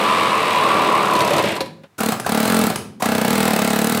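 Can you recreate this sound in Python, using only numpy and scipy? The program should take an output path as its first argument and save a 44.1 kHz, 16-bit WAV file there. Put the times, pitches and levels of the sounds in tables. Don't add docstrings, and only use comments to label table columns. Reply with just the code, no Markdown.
import sys
import numpy as np
from scipy import signal
from scipy.fft import rfft, irfft
from scipy.io import wavfile
from scipy.ndimage import uniform_filter1d, minimum_filter1d

SR = 44100
rng = np.random.default_rng(int(sys.argv[2]) if len(sys.argv) > 2 else 0)


def output_pcm(signal):
    pcm = np.clip(np.atleast_2d(signal).T, -1, 1) * 32767
    wavfile.write(sys.argv[1], SR, np.round(pcm).astype(np.int16))


N = 176400
TIME = np.arange(N) / SR

# frequency_hz, level_db
BACKGROUND_TONE = [(25, 0), (60, -4.5), (150, 1), (400, -8), (1500, -12), (4000, -22), (15000, -32)]
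# frequency_hz, fade_s
GARAGE_FADE = [(80, 0.8), (190, 1), (400, 0.56), (800, 0.42), (2000, 0.43), (5000, 0.41), (13000, 0.31)]

# time_s, strokes_per_s
SAW_SPEED = [(0, 41.3), (.3, 40.8), (.5, 38.7), (.75, 38), (1.08, 37.9), (1.2, 35.3), (1.3, 34),
             (1.45, 33.5), (1.6, 24)]
# time_s, rumble_db, squeal_db, rasp_db
SAW_LEVELS = [(0, -18, -22.5, -24.5), (.12, -23, -13.5, -23), (.3, -20, -18, -24.5),
              (.36, -22.5, -18, -26.5), (.56, -22, -17.5, -24.5), (.65, -20, -14.5, -25),
              (.78, -19, -16, -25), (1.16, -22, -15, -28), (1.28, -19.5, -27, -28), (1.4, -17, -20, -25),
              (1.43, -32, -43, -32), (1.48, -24.5, -44, -25), (1.53, -26, -67, -29.5),
              (1.58, -37, -19, -40)]
# time_s, pitch_hz
SQUEAL_PITCH = [(0.0, 1120), (0.15, 1108), (0.29, 1086), (0.42, 1100), (0.55, 1003), (0.65, 1070),
                (0.71, 1173), (0.93, 1073), (1.08, 1113), (1.17, 1007), (1.4, 980)]
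# time_s, level_db
TICK_LEVEL = [(0, -28), (.25, -35), (.5, -26), (.74, -29.5), (1.05, -27), (1.35, -20), (1.5, -29)]
# pitch_hz, width_hz, level_db
SHEET_NOTES = [(327.5, 32, 3), (417, 19, 1), (483, 54, -8), (594, 47, -5), (994, 17, 4), (1150, 11, -6)]
# start_s, thud_db, clash_db
SNAGS = [(1.1522, -5.5, -5), (1.2049, -3, -2), (1.2711, -14, -19), (1.332, -11, -10.5), (1.381, -8.5, -3),
         (1.4376, -5.5, -10), (1.563, -14, -11), (1.6056, -9.5, -6), (1.659, -28, -22), (1.8348, -28, -37)]
# start_s, pitch_hz, level_db, fade_s
RINGING_NOTES = [(1.308, 583, -9, 0.1), (1.441, 527, -9.5, 0.034), (1.46, 205, -14.5, 0.061),
                 (1.612, 533, -16.5, 0.13), (1.69, 163, -40, 0.46), (1.838, 556, -39, 0.12)]
# frequency_hz, level_db
RUMBLE_TONE = [(35, -41), (55, -35), (85, -7.5), (130, -6), (200, 4), (260, -3), (340, -0.5), (600, 4),
               (800, 2.5), (1400, -3), (2000, -34)]
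RASP_TONE = [(700, -28), (1500, -1), (2300, 3.5), (2850, 2), (3100, -3), (3700, -2.5), (5000, -11),
             (6000, -17.5), (7400, -19), (8100, -13.5), (9500, -19), (14000, -28), (16000, -43)]
TICK_TONE = [(3000, 4.5), (8000, 3), (11500, 0), (14200, -2), (16000, -17)]
THUD_TONE = [(50, -34), (110, 5.5), (300, 1.5), (530, 2), (900, -1), (1500, -5.5), (4000, -13), (6000, -28),
             (16000, -57)]
CLASH_TONE = [(500, -9), (2000, 6), (4200, 10), (6000, -1), (8500, -0.5), (12000, -5), (14200, -11),
              (16000, -16)]

# start_s, level_db
AIR_SPITS = [(1.98, -17), (2.245, -25), (2.998, -22)]
# start_s, pitch_hz, level_db
VALVE_CHIRPS = [(1.988, 1420, -22.5), (2.017, 1460, -23), (2.245, 1550, -22.5), (3.004, 1020, -24.5),
                (3.039, 1080, -15)]
# start_s, level_db
CHISEL_CLICKS = [(2.1984, -10), (2.7584, -7)]
# start_s, level_db
CHISEL_CLANGS = [(2.0036, -3), (2.034, -9), (2.1224, 0), (2.264, -0.5), (2.702, -4.5), (3.023, 2.5),
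                 (3.058, -7), (3.248, -2)]
# pitch_hz, level_db, fade_s
CHISEL_NOTES = [(760, -3.5, 0.032), (1188, -18, 0.061), (1630, -20, 0.022), (2580, -20, 0.018)]
# pitch_hz, level_db, fade_s
PANEL_NOTES = [(127.5, -16, 0.043), (219.3, 1, 0.062), (362, -5.5, 0.034), (407, -11.5, 0.064),
               (439.3, -5, 0.048), (639, -10, 0.072), (760, -4.5, 0.027), (1266, -23, 0.17)]
# time_s, blows_per_s
HAMMER_BURSTS = [
    [(2.0037, 35.6), (2.032, 37.3), (2.059, 36.8), (2.086, 30.6), (2.125, 30)],
    [(2.2619, 34.1), (2.291, 36.6), (2.4, 36.8), (2.452, 43.5), (2.475, 44.2), (2.566, 44.2), (2.612, 39.7),
     (2.665, 30.7), (2.705, 30)],
    [(3.0214, 28.9), (3.056, 32.5), (3.149, 32.1), (3.212, 29.2), (3.247, 31.8), (3.278, 39), (3.33, 40.9),
     (3.452, 39.9), (3.477, 36.5), (3.56, 35.3), (3.73, 35.2), (3.84, 37), (3.87, 39), (4, 39.3)],
]
# time_s, boom_db, crack_db
BLOW_FORCE = [(2.0, 0, -2.5), (2.04, -3, -6), (2.085, 2, -1), (2.12, -7, -5), (2.26, -8.5, -7),
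              (2.3, 3, -5.5), (2.46, 3.5, -1), (2.66, 3.5, -3), (2.7, -4, -7), (3.02, -1, -2.5),
              (3.06, 2.5, -6), (3.24, 3, -4.5), (3.32, 3.5, -3.5), (3.7, 3.5, -3.5), (4, 0, -2)]
# frequency_hz, share_0_to_1
REPEAT_SHARE = [(500, 0.86), (1200, 0.55), (3000, 0.25), (8000, 0.05)]
# frequency_hz, level_db
CLICK_TONE = [(150, 14.5), (750, 7.5), (2000, 2), (4200, -5.5), (6000, -1), (8000, -4.5), (11100, 2),
              (11900, -11), (16000, -11)]
CLANG_TONE = [(250, 1), (780, 2), (1050, 3), (1600, -3.5), (4000, -11), (16000, -24)]
CLATTER_TONE = [(60, -40), (150, -20), (300, 0), (450, 2.5), (800, 3.5), (1100, -2), (1800, -4),
                (4000, -10.5), (5500, -15.5), (16000, -28)]
PING_TONE = [(2500, -1), (4500, -4.5), (9000, 12.5), (16000, -1)]
CRACK_TONE = [(800, 8.5), (2500, -11), (4200, 10), (5500, -14.5), (6500, 0.5), (8000, 6), (10500, 2),
              (12500, 2.5), (15700, 3)]
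EXHAUST_TONE = [(500, -2), (1300, 29.5), (2500, -9), (5500, 3), (12000, -23.5), (15700, 2)]
SPIT_TONE = [(100, 9), (800, 7.5), (1400, 5), (2200, -4),
             (5000, -9), (6500, -4), (9000, -6), (16000, -12)]


def amp(db):
    return 10 ** (np.asarray(db) / 20)


def evened(x):
    return x / np.sqrt(np.mean(x ** 2) + 1e-20)


def curve(rows, t, column=1):
    rows = np.array(rows)
    return np.interp(t, rows[:, 0], rows[:, column])


def at_frequency(rows, hz):
    row_hz, value = np.transpose(rows)
    return np.interp(np.log(hz + 1), np.log(row_hz), value)


def colour(x, tone):
    gain = amp(at_frequency(tone, np.fft.rfftfreq(len(x), 1 / SR)))
    return evened(irfft(rfft(x) * gain, len(x)))


def add(mix, start_s, sound):
    part = mix[max(round(start_s * SR), 0):][:len(sound)]
    part += sound[:len(part)]


def puff(tone, rise_s, fade_s, size=8192):
    t = TIME[:size]
    return colour(rng.standard_normal(size), tone) * np.minimum(t / rise_s, 1) * 1e3 ** (-t / fade_s)


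def ring(notes, size=8192):
    t = TIME[:size]
    return sum(amp(db) * 1e3 ** (-t / fade_s) * np.sin(2 * np.pi * hz * t) for hz, db, fade_s in notes)


def resonate(x, pitch_hz, width_hz):
    turn = np.exp(2j * np.pi * np.cumsum(np.broadcast_to(pitch_hz, N)) / SR)
    decay = np.exp(-np.pi * width_hz / SR)
    return 2 * (turn * signal.lfilter([1 - decay], [1, -decay], x / turn)).real


def background(level_db=-58):
    return amp(level_db) * colour(rng.standard_normal(N), BACKGROUND_TONE)


def garage(x, echo_db, delay_s):
    echoes = np.zeros(SR)
    slots = np.arange(0, SR - 20, 20)
    echoes[slots + rng.integers(0, 20, len(slots))] = rng.choice([-1., 1.], len(slots))
    hz, t, bands = signal.stft(echoes, SR, nperseg=256)
    fade = 1e3 ** (-t / at_frequency(GARAGE_FADE, hz)[:, None])
    tail = signal.istft(bands * fade, SR)[1]
    tail *= np.clip(TIME[:len(tail)] / delay_s - 1, 0, 1)
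    return x + amp(echo_db) * signal.fftconvolve(x, tail / np.linalg.norm(tail))[:N]


def sheet_ring(x):
    return sum(amp(db) * resonate(x, hz, width_hz) for hz, width_hz, db in SHEET_NOTES)


def snags():
    knocks, notes = np.zeros((2, N))
    for start_s, thud_db, clash_db in SNAGS:
        add(knocks, start_s, amp(thud_db - 8.5) * puff(THUD_TONE, rise_s=0.002, fade_s=0.093))
        add(knocks, start_s, amp(clash_db - 14) * puff(CLASH_TONE, rise_s=0.00075, fade_s=0.063))
    for start_s, hz, db, fade_s in RINGING_NOTES:
        add(notes, start_s, ring([(hz, db, fade_s)]))
    return notes + knocks + amp(-6.5) * sheet_ring(knocks)


def scrape(strokes, alike, depth, size=1024):
    pattern = evened(irfft(np.exp(2j * np.pi * rng.random(size // 2 + 1))))
    repeating = evened(np.interp(strokes % 1, np.arange(size) / size, pattern))
    friction = np.sqrt(alike) * repeating + np.sqrt(1 - alike) * rng.standard_normal(N)
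    blade_speed = abs(np.sin(2 * np.pi * strokes))
    return friction * (1 - depth + depth * blade_speed ** 2)


def saw(stop_s=1.57, release_s=0.02):
    strokes = np.cumsum(curve(SAW_SPEED, TIME)) / SR - 0.41
    rumble_db, squeal_db, rasp_db = (curve(SAW_LEVELS, TIME, column) for column in (1, 2, 3))
    rumble = amp(rumble_db - 0.5) * colour(scrape(strokes, alike=0.32, depth=0.3), RUMBLE_TONE)
    pitch_hz = curve(SQUEAL_PITCH, TIME)
    blade = resonate(scrape(strokes, alike=0.2, depth=0.63), pitch_hz, width_hz=156)
    squeal = amp(squeal_db - 2.5) * evened(resonate(blade, pitch_hz, width_hz=430))
    rasp = amp(rasp_db + 0.5) * colour(scrape(strokes, alike=0.16, depth=0.42), RASP_TONE)
    ticks = np.zeros(N)
    whole_strokes = np.floor(strokes[:round(stop_s * SR)])
    for start_s in np.flatnonzero(np.diff(whole_strokes)) / SR:
        tick_db = curve(TICK_LEVEL, start_s) + 2 * rng.standard_normal()
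        add(ticks, start_s, amp(tick_db) * puff(TICK_TONE, rise_s=0.0015, fade_s=0.035))
    shaking = rumble + squeal
    running = np.exp(-np.maximum(TIME - stop_s, 0) / release_s)
    return (amp(-1.5) * (shaking + sheet_ring(shaking)) + rasp + ticks) * running


def handling():
    out = np.zeros(N)
    for start_s, db in AIR_SPITS:
        add(out, start_s, amp(db) * puff(SPIT_TONE, rise_s=0.011, fade_s=0.077))
    for start_s, db in CHISEL_CLICKS:
        add(out, start_s, amp(db - 7) * puff(CLICK_TONE, rise_s=0.00038, fade_s=0.039))
    return out


def valve_chirps(length_s=0.0094, climb_share=0.081):
    out, t = np.zeros(N), np.arange(0, length_s, 1 / SR)
    for start_s, hz, db in VALVE_CHIRPS:
        cycles = np.cumsum(hz * (1 + climb_share * (t / length_s - 0.5))) / SR
        add(out, start_s, amp(db) * np.hanning(len(t)) * np.sin(2 * np.pi * cycles))
    return out


def chisel_clangs():
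    out = np.zeros(N)
    for start_s, db in CHISEL_CLANGS:
        add(out, start_s, amp(db - 7.5) * ring(CHISEL_NOTES))
        add(out, start_s, amp(db - 17) * puff(CLANG_TONE, rise_s=0.0014, fade_s=0.096))
    return out


def panel_boom(start_s, phases, swell_db=3, swells_per_s=1.7, rise_s=0.0037):
    hz, db, fade_s = np.transpose(PANEL_NOTES)
    depth_db = swell_db * np.minimum(hz / np.median(hz), 1) ** 2
    creep_db = depth_db * np.sin(2 * np.pi * (swells_per_s * start_s + phases))
    boom = ring(zip(hz, db + creep_db, fade_s))
    return boom * np.minimum(TIME[:len(boom)] / rise_s, 1)


def blow_times():
    for burst in HAMMER_BURSTS:
        start_s = burst[0][0]
        while start_s < burst[-1][0]:
            yield start_s
            start_s += 1 / curve(burst, start_s)


def blow_noises():
    return np.array([puff(CLATTER_TONE, rise_s=0.0001, fade_s=0.073),
                     puff(CRACK_TONE, rise_s=0.00038, fade_s=0.021)])


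def next_blow(usual):
    share = at_frequency(REPEAT_SHARE, np.fft.rfftfreq(usual.shape[1], 1 / SR))
    return irfft(np.sqrt(share) * rfft(usual) + np.sqrt(1 - share) * rfft(blow_noises()))


def air_hammer(push_s=0.0006, strike_s=0.0029, vent_s=0.012):
    direct, roomy = np.zeros((2, N))
    usual, phases = blow_noises(), rng.random(len(PANEL_NOTES))
    for start_s in blow_times():
        boom_db, crack_db = (curve(BLOW_FORCE, start_s, column) for column in (1, 2))
        clatter, crack = next_blow(usual)
        add(direct, start_s + push_s, -amp(boom_db - 12) * panel_boom(start_s, phases))
        add(roomy, start_s + push_s, amp(boom_db - 18.5) * clatter)
        add(roomy, start_s + push_s, amp(crack_db - 20.5) * puff(PING_TONE, rise_s=0.0003, fade_s=0.0057))
        add(roomy, start_s + strike_s, amp(crack_db - 12.5) * crack)
        ping_db = crack_db - 8 + 1.7 * rng.standard_normal()
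        add(direct, start_s + strike_s, amp(ping_db) * puff(PING_TONE, rise_s=0.0001, fade_s=0.0034))
        exhaust = puff(EXHAUST_TONE, rise_s=0.00088, fade_s=0.039)
        add(roomy, start_s + vent_s, amp(crack_db - 20) * exhaust)
    return direct, roomy


def scene(saw_cut_s=1.875):
    sawing = garage(saw(), echo_db=-7, delay_s=0.0043) + garage(snags(), echo_db=-11, delay_s=0.0042)
    sawing *= np.clip((saw_cut_s - TIME) * 200, 0, 1)
    direct, roomy = air_hammer()
    roomy += chisel_clangs()
    hammering = garage(direct, echo_db=-13, delay_s=0.013)
    hammering += garage(roomy + handling() + valve_chirps(), echo_db=-5, delay_s=0.0061)
    return (background() + sawing + hammering)[None]


def record(dry, low_cut_hz=90.3, limit_db=-6, hold_s=0.004, high_cut_hz=15850):
    x = signal.sosfilt(signal.butter(6, low_cut_hz, "high", fs=SR, output="sos"), dry)
    gain = np.minimum(1, amp(limit_db) / (abs(x) + 1e-9))
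    hold = round(hold_s * SR)
    limited = x * uniform_filter1d(minimum_filter1d(gain, hold), hold)
    high_cut = signal.firwin(511, high_cut_hz, window=("kaiser", 9), fs=SR)
    return signal.oaconvolve(limited, high_cut[None], "same")


dry = scene()
out = record(dry)
output_pcm(out)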